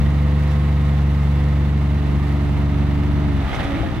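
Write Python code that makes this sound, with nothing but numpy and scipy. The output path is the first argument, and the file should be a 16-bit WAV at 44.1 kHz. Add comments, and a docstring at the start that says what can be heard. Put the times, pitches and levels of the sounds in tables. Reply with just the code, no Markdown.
"""On open gravel, a scissor lift drives slowly a little to the right of the microphone.
Its three-cylinder diesel drones at full speed: the exhaust pulses, block and covers rattle, the
hydraulic drive hums. As it turns, the exhaust grows rougher and hollower. Near the end the throttle
closes: the engine sags, fires unevenly and growls against the groaning drive, while the tyres scrub
the stones and the chassis knocks once."""
import sys
import numpy as np
from scipy.fft import rfft, irfft, next_fast_len
from scipy.io import wavfile
from scipy.ndimage import map_coordinates

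SR = 44100
rng = np.random.default_rng(int(sys.argv[2]) if len(sys.argv) > 2 else 0)


def to_wav(sig):
    """Store sig (one row per channel, or 1-D mono) as 16-bit WAV at the path in sys.argv[1].

    Samples outside -1..1 are clipped; the rate is SR.
    """
    pcm = np.clip(np.atleast_2d(sig), -1, 1) * 32767
    pcm = np.round(pcm).astype(np.int16)
    wavfile.write(sys.argv[1], SR, pcm.T)  # frames by channels


N = 176400

# engine speed: time_s, firings_per_s
ENGINE_SPEED = [(0, 71), (.4, 72.6), (1.0, 71.3), (2.1, 71.5), (2.8, 71.6), (3.26, 72.6), (3.36, 69.5),
                (3.46, 68.3), (3.56, 60.5), (3.65, 55.6), (3.78, 54.6), (3.88, 58.6), (4, 65)]
# exhaust strength as the throttle closes: time_s, gain_db
THROTTLE = [(0, -1), (2.5, -1), (3.4, -0.1), (3.46, -8), (3.49, -14), (3.7, -19), (3.82, -9), (3.9, -27),
            (4, -21)]
# exhaust tones before and after the turn: multiple_of_cycle, facing_db, turned_db
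EXHAUST_ORDERS = [(3, -14, -17), (4, -26, -24), (6, -17, -20.5), (8, -39, -35), (9, -26.5, -26.5),
                  (12, -32.5, -25.5), (14, -45, -44), (15, -43, -37), (18, -42, -43.5), (21, -38.5, -49),
                  (26, -50, -42), (40, -51, -49), (45, -48.5, -59)]
# uneven part of the firings: time_s, level_db
UNEVEN_LEVEL = [(0, -26), (.5, -49), (1.3, -49), (2.1, -31.5), (3.35, -30), (3.5, -29.5), (3.8, -29),
                (4, -27.5)]
# response of the exhaust pipe: frequency_hz, gain_db
PIPE_SPECTRUM = [(20, -36), (42, -5), (58, -2.5), (85, 0), (115, -6.5), (200, -8), (310, -18.5), (400, -20),
                 (600, -32), (1500, -90)]
# single heavy firings with the throttle closed: time_s, peak_db
CHUFFS = [(3.456, -16), (3.533, -18.5), (3.603, -17), (3.657, -15.5), (3.732, -14.5), (3.817, -17)]
# gas puffs: frequency_hz, gain_db
RASP_SPECTRUM = [(150, 11), (260, -3), (330, 7), (420, 3.5), (560, -9), (800, -7.5), (1500, -59)]
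# ring of the engine block: frequency_hz, gain_db
BLOCK_SPECTRUM = [(300, -8), (600, -2.5), (830, 4.5), (940, 2.5), (1200, -0.5), (1480, -8), (2030, -6.5),
                  (2400, -10), (5000, -47)]
# loose rattle and fan air: frequency_hz, gain_db
RATTLE_SPECTRUM = [(150, 7), (340, 7), (450, -3), (560, -0.5), (680, 3), (950, -4.5), (1200, -1.5),
                   (1500, -5.5), (2000, -9), (2400, -10.5), (2850, -9.5), (3250, -13), (3700, -13),
                   (4600, -21), (5600, -31), (6200, -25), (7300, -78), (8800, -30.5), (12000, -74),
                   (15500, -50)]
# buzzing sheet-metal covers: pitch_hz, width_hz, relative_db
COVER_MODES = [(655, 17, -16.5), (1261, 78, -14.5), (1895, 140, -12.5), (2064, 51, -17.5), (2605, 65, -24),
               (3466, 69, -25), (3870, 27, -30)]
# block, rattle and covers together: time_s, gain_db
CLATTER_GAIN = [(0, -34.5), (1, -35.5), (2.6, -35), (3.3, -34), (3.8, -34.5), (4, -35)]
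# the drive growling against the slowing engine: time_s, level_db
GROWL_LEVEL = [(3.3, -64), (3.5, -52), (3.6, -25), (3.68, -27.5), (3.85, -24.5), (3.92, -30.5), (4, -28)]
# resonances of the drive housing: pitch_hz, width_hz, gain_db
HOUSING_MODES = [(124, 17.6, 3), (172, 75, -3), (283, 39, -3.5), (322, 15.6, 1), (555, 27, -11.5),
                 (628, 13, -13), (815, 38, -12.5)]
# hydraulic hum at top speed, before the throttle gain: pitch_hz, level_db
HUM_TONES = [(170.5, -34), (207, -36), (339, -42.5)]
# tyres scrubbing: time_s, level_db
SCRUB_LEVEL = [(2.9, -56), (3.3, -47.5), (3.47, -36), (3.54, -29.5), (3.64, -31), (3.74, -34), (3.85, -36),
               (3.91, -40)]
# scrubbed stones: frequency_hz, gain_db
SCRUB_SPECTRUM = [(250, -16), (500, -2), (790, 1), (980, -9.5), (1270, -1.5), (1500, -7), (1900, -4),
                  (2600, -11.5), (3600, -12.5), (4500, -25.5), (6050, -29), (6900, -36.5), (11200, -38),
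                  (12300, -48), (15500, -49)]
# stones spat out by the tyres: time_s, level_db
SPITS = [(0.431, -56), (0.514, -53), (3.552, -47), (3.638, -52)]
# hiss of a spat stone: frequency_hz, gain_db
SPIT_SPECTRUM = [(2000, -22), (3500, -2), (6000, 1), (7500, -8), (11300, -10), (12500, -31)]
# stones under the rolling tyres: frequency_hz, gain_db
CRUNCH_SPECTRUM = [(800, -10), (2500, 0), (5000, -4), (10000, -14), (15000, -24)]
# likeness of left and right at the microphone: frequency_hz, correlation
MIC_LIKENESS = [(60, 0.14), (250, 0.93), (500, 0.45), (1000, 0.66), (2000, 0.6), (4000, 0.51),
                (10000, 0.11)]
# level across the microphone: frequency_hz, left_minus_right_db
MIC_BALANCE = [(60, -0.5), (250, 0.3), (600, -1.4), (1200, -2.5), (2500, -3.5), (5000, -5.5), (9000, -2),
               (14000, -8.5)]
# phase between the microphone's two ports: frequency_hz, left_minus_right_rad
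MIC_PHASE = [(0, 0.98), (600, -0.62), (1980, -0.45), (3600, -1.24)]

TURN_START_S, TURN_END_S = 1.265, 3.02


def exhaust(cycle):
    """Pipe tones: the lowest form a lopsided pulse, higher ones arrive by many paths at any phase."""
    turned = curve([(TURN_START_S, 0), (TURN_END_S, 1)])
    tones = np.zeros(N)
    for order, facing_db, turned_db in EXHAUST_ORDERS:
        waver_db = (0.02 + 0.0794 * order) * wobble(14)
        db = facing_db + (turned_db - facing_db) * turned + waver_db
        lag_rad = .5 + (order > 6) * 2 * np.pi * rng.random()
        tones -= amp(db) * np.sin(2 * np.pi * order * cycle - lag_rad)
    return tones * amp(curve(THROTTLE))


def uneven_firings(cycle, chuff_s=.008, chuff_hz=62):
    """Unequal firings thump through the pipe; with the throttle closed a few heavy ones stand out."""
    pulses = np.array([firings(cycle, steady=0, scatter=size) for size in (0.85, 0.95)])
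    thumps = spread(coloured(pulses, PIPE_SPECTRUM)) * amp(curve(UNEVEN_LEVEL))
    for time_s, peak_db in CHUFFS:
        t = np.arange(N) / SR - time_s
        thumps -= amp(peak_db) * np.exp(-np.abs(t) / chuff_s) * np.cos(2 * np.pi * chuff_hz * t)
    return thumps


def gas_rasp(cycle, level_db=-44.5, depth_db=6):
    """A puff of gas noise leaves the pipe with each firing."""
    puffs = amp(depth_db * np.cos(6 * np.pi * cycle)) * rng.standard_normal((2, N))
    return amp(level_db + curve(THROTTLE) / 2) * spread(coloured(puffs, RASP_SPECTRUM))


def clatter(cycle, knock_depth_db=3):
    """The block rings alike in every cycle; loose rattle and covers pulse with the cylinders."""
    pattern = rng.standard_normal((2, 1840))
    repeating = pattern[:, (cycle % 1 * pattern.shape[1]).astype(int)]
    beats = np.cos(2 * np.pi * np.outer([1, 3, 5, 6], cycle - 1 / 2))
    knock = amp(knock_depth_db * (np.array([0.3, 0.11, 0.063, 0.14]) @ beats))
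    block = amp(-6) * coloured(repeating * knock, BLOCK_SPECTRUM)
    rattle = amp(0.02) * coloured(rng.standard_normal((2, N)) * knock, RATTLE_SPECTRUM)
    metal = block + rattle + covers(knock)
    gain = amp(curve(CLATTER_GAIN) + 0.55 * wobble(20))
    return gain * np.std(metal) * spread(metal)


def covers(knock, swell_db=1.2, turned_db=-2):
    """Each shaken cover rings in a narrow band that swells and fades; all dim as the machine turns."""
    shaking = knock * rng.standard_normal((2, N))
    rings = sum(amp(db + swell_db * wobble(5.93)) * unit(resonances(shaking, [(hz, width, 0)]))
                for hz, width, db in COVER_MODES)
    return rings * amp(curve([(TURN_START_S, 0), (TURN_END_S, turned_db)]))


def hydraulic_hum(speed, drift=0.0034):
    """The drive follows the engine, beats against the exhaust and fades with the throttle."""
    running_s = np.cumsum(speed / speed.max() * (1 + drift * wobble(4.1))) / SR
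    tones = sum(amp(db + 1.2 * wobble(4.8)) * np.sin(2 * np.pi * hz * running_s) for hz, db in HUM_TONES)
    return amp(curve(THROTTLE)) * tones


def drive_growl(cycle):
    """Engine-braking pulses and noise ring the drive housing."""
    noise = 0.83 * rng.standard_normal((2, N))
    pulses = unit(firings(cycle, steady=0.94, scatter=0.56))
    shaking = noise + np.array([pulses, 0.33 * rng.standard_normal(N)])  # pulses in the centre
    return amp(curve(GROWL_LEVEL)) * spread(resonances(shaking, HOUSING_MODES))


def drive_groan(start_s=3.62, length_s=0.29, attack_s=0.041, release_s=0.16):
    """The braking drive holds one rough, slightly rising note of three harmonics."""
    t = np.arange(N) / SR - start_s
    envelope = np.clip(np.minimum(t / attack_s, (length_s - t) / release_s), 0, 1)
    pitch_hz = (276 + 45 * t) * (1 + .012 * wobble(70))
    phase = 2 * np.pi * np.cumsum(pitch_hz) / SR
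    return envelope * sum(amp(db + 2 * wobble(60)) * np.sin(k * phase)
                          for k, db in enumerate((-25.5, -37, -44), 1))


def chassis_knock(start_s=3.826, gain_db=-26.5, t60_s=0.18, attack_s=0.0035):
    """The chassis gives one dull knock as the machine lurches."""
    t = np.maximum(np.arange(N) / SR - start_s, 0)
    envelope = amp(gain_db - 60 * t / t60_s) * (1 - np.exp(-t / attack_s))
    return envelope * sum(np.sin(2 * np.pi * hz * t + .5 * wobble(56)) for hz in (166, 341, 536, 682))


def gravel(cracks_per_s=300, crunch_db=-65, spit_s=0.015):
    """Stones crunch faintly under the tyres, rush as the wheels brake, and now and then spit out."""
    def grains():
        """Noise with fine grit and slower surges."""
        return rng.standard_normal((2, N)) * amp(2.6 * wobble(700) + .6 * wobble(45))

    sizes = amp(2 * np.minimum(rng.exponential(size=N), 2))
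    cracks = sizes * (rng.random(N) < cracks_per_s / SR) * rng.standard_normal((2, N))
    rolling = amp(crunch_db) * spread(coloured(cracks, CRUNCH_SPECTRUM))
    scrub = amp(curve(SCRUB_LEVEL)) * spread(coloured(grains(), SCRUB_SPECTRUM))
    t = np.arange(N) / SR
    bursts = sum(amp(db) * np.exp(-np.abs(t - time_s) / spit_s) for time_s, db in SPITS)
    return rolling + scrub + bursts * spread(coloured(grains(), SPIT_SPECTRUM))


def firings(cycle, steady, scatter):
    """One impulse per firing, three to a cycle, with scattered sizes."""
    at = np.flatnonzero(np.diff(np.floor(3 * cycle)))
    return np.bincount(at, steady + scatter * rng.uniform(-1.02, 1, len(at)), N)


def amp(db):
    """Decibels to gain."""
    return 10 ** (np.asarray(db) / 20)


def unit(x):
    """Scale to rms 1."""
    return x / np.sqrt(np.mean(x ** 2) + 1e-20)


def along(points, hz):
    """Read (frequency_hz, value) points on a log axis."""
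    knots_hz, values = np.transpose(points)
    return np.interp(np.log(hz + 1), np.log(knots_hz + 1), values)


def curve(rows):
    """(time_s, value) points as one value per sample."""
    return np.interp(np.arange(N) / SR, *np.transpose(rows))


def wobble(rate):
    """A smooth random curve, rate knots a second."""
    return map_coordinates(rng.standard_normal(int(N * rate / SR) + 4), [np.arange(N) * rate / SR])


def filtered(x, response):
    """x through a complex frequency response."""
    size = next_fast_len(N + SR // 2)
    return irfft(rfft(x, size) * response(np.fft.rfftfreq(size, 1 / SR)), size)[..., :N]


def coloured(x, spectrum):
    """x shaped by a spectrum, at rms 1."""
    return unit(filtered(x, lambda hz: amp(along(spectrum, hz))))


def resonances(x, modes):
    """x through (pitch_hz, width_hz, gain_db) resonances of alternating sign."""
    return filtered(x, lambda hz: sum(
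        (-1) ** k * amp(db) * 1j * hz * width / (pitch ** 2 - hz ** 2 + 1j * hz * width)
        for k, (pitch, width, db) in enumerate(modes)))


def spread(pair):
    """Two unrelated signals become left and right near rms 1, most alike in the upper bass."""
    def weights(hz):
        angle = np.arccos(np.clip(along(MIC_LIKENESS, hz), -1, 1)) / 2
        return np.array([np.cos(angle), np.sin(angle)])

    mid, side = filtered(pair, weights)
    return np.array([mid + side, mid - side]) / np.std(mid)


def scene():
    """One engine speed paces exhaust, clatter, hum and growl, with the gravel underneath."""
    speed = curve(ENGINE_SPEED) * (1 + .001 * wobble(12))
    cycle = np.cumsum(speed) / SR / 3  # engine cycles elapsed, three firings each
    engine = exhaust(cycle) + uneven_firings(cycle) + gas_rasp(cycle) + clatter(cycle)
    drive = hydraulic_hum(speed) + drive_growl(cycle) + drive_groan()
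    return engine + drive + chassis_knock() + gravel()


def record(dry):
    """A stereo microphone, the machine a little to its right; its two ports differ in phase."""
    top_hz = 15760
    sides = np.array([[1], [-1]]) / 2

    def response(hz):
        balance = amp(sides * along(MIC_BALANCE, hz))
        phase_rad = sides * along(MIC_PHASE, hz)
        return balance * np.exp(1j * phase_rad) * (hz < top_hz)

    return filtered(dry, response)


dry = scene()
out = record(dry)
to_wav(out)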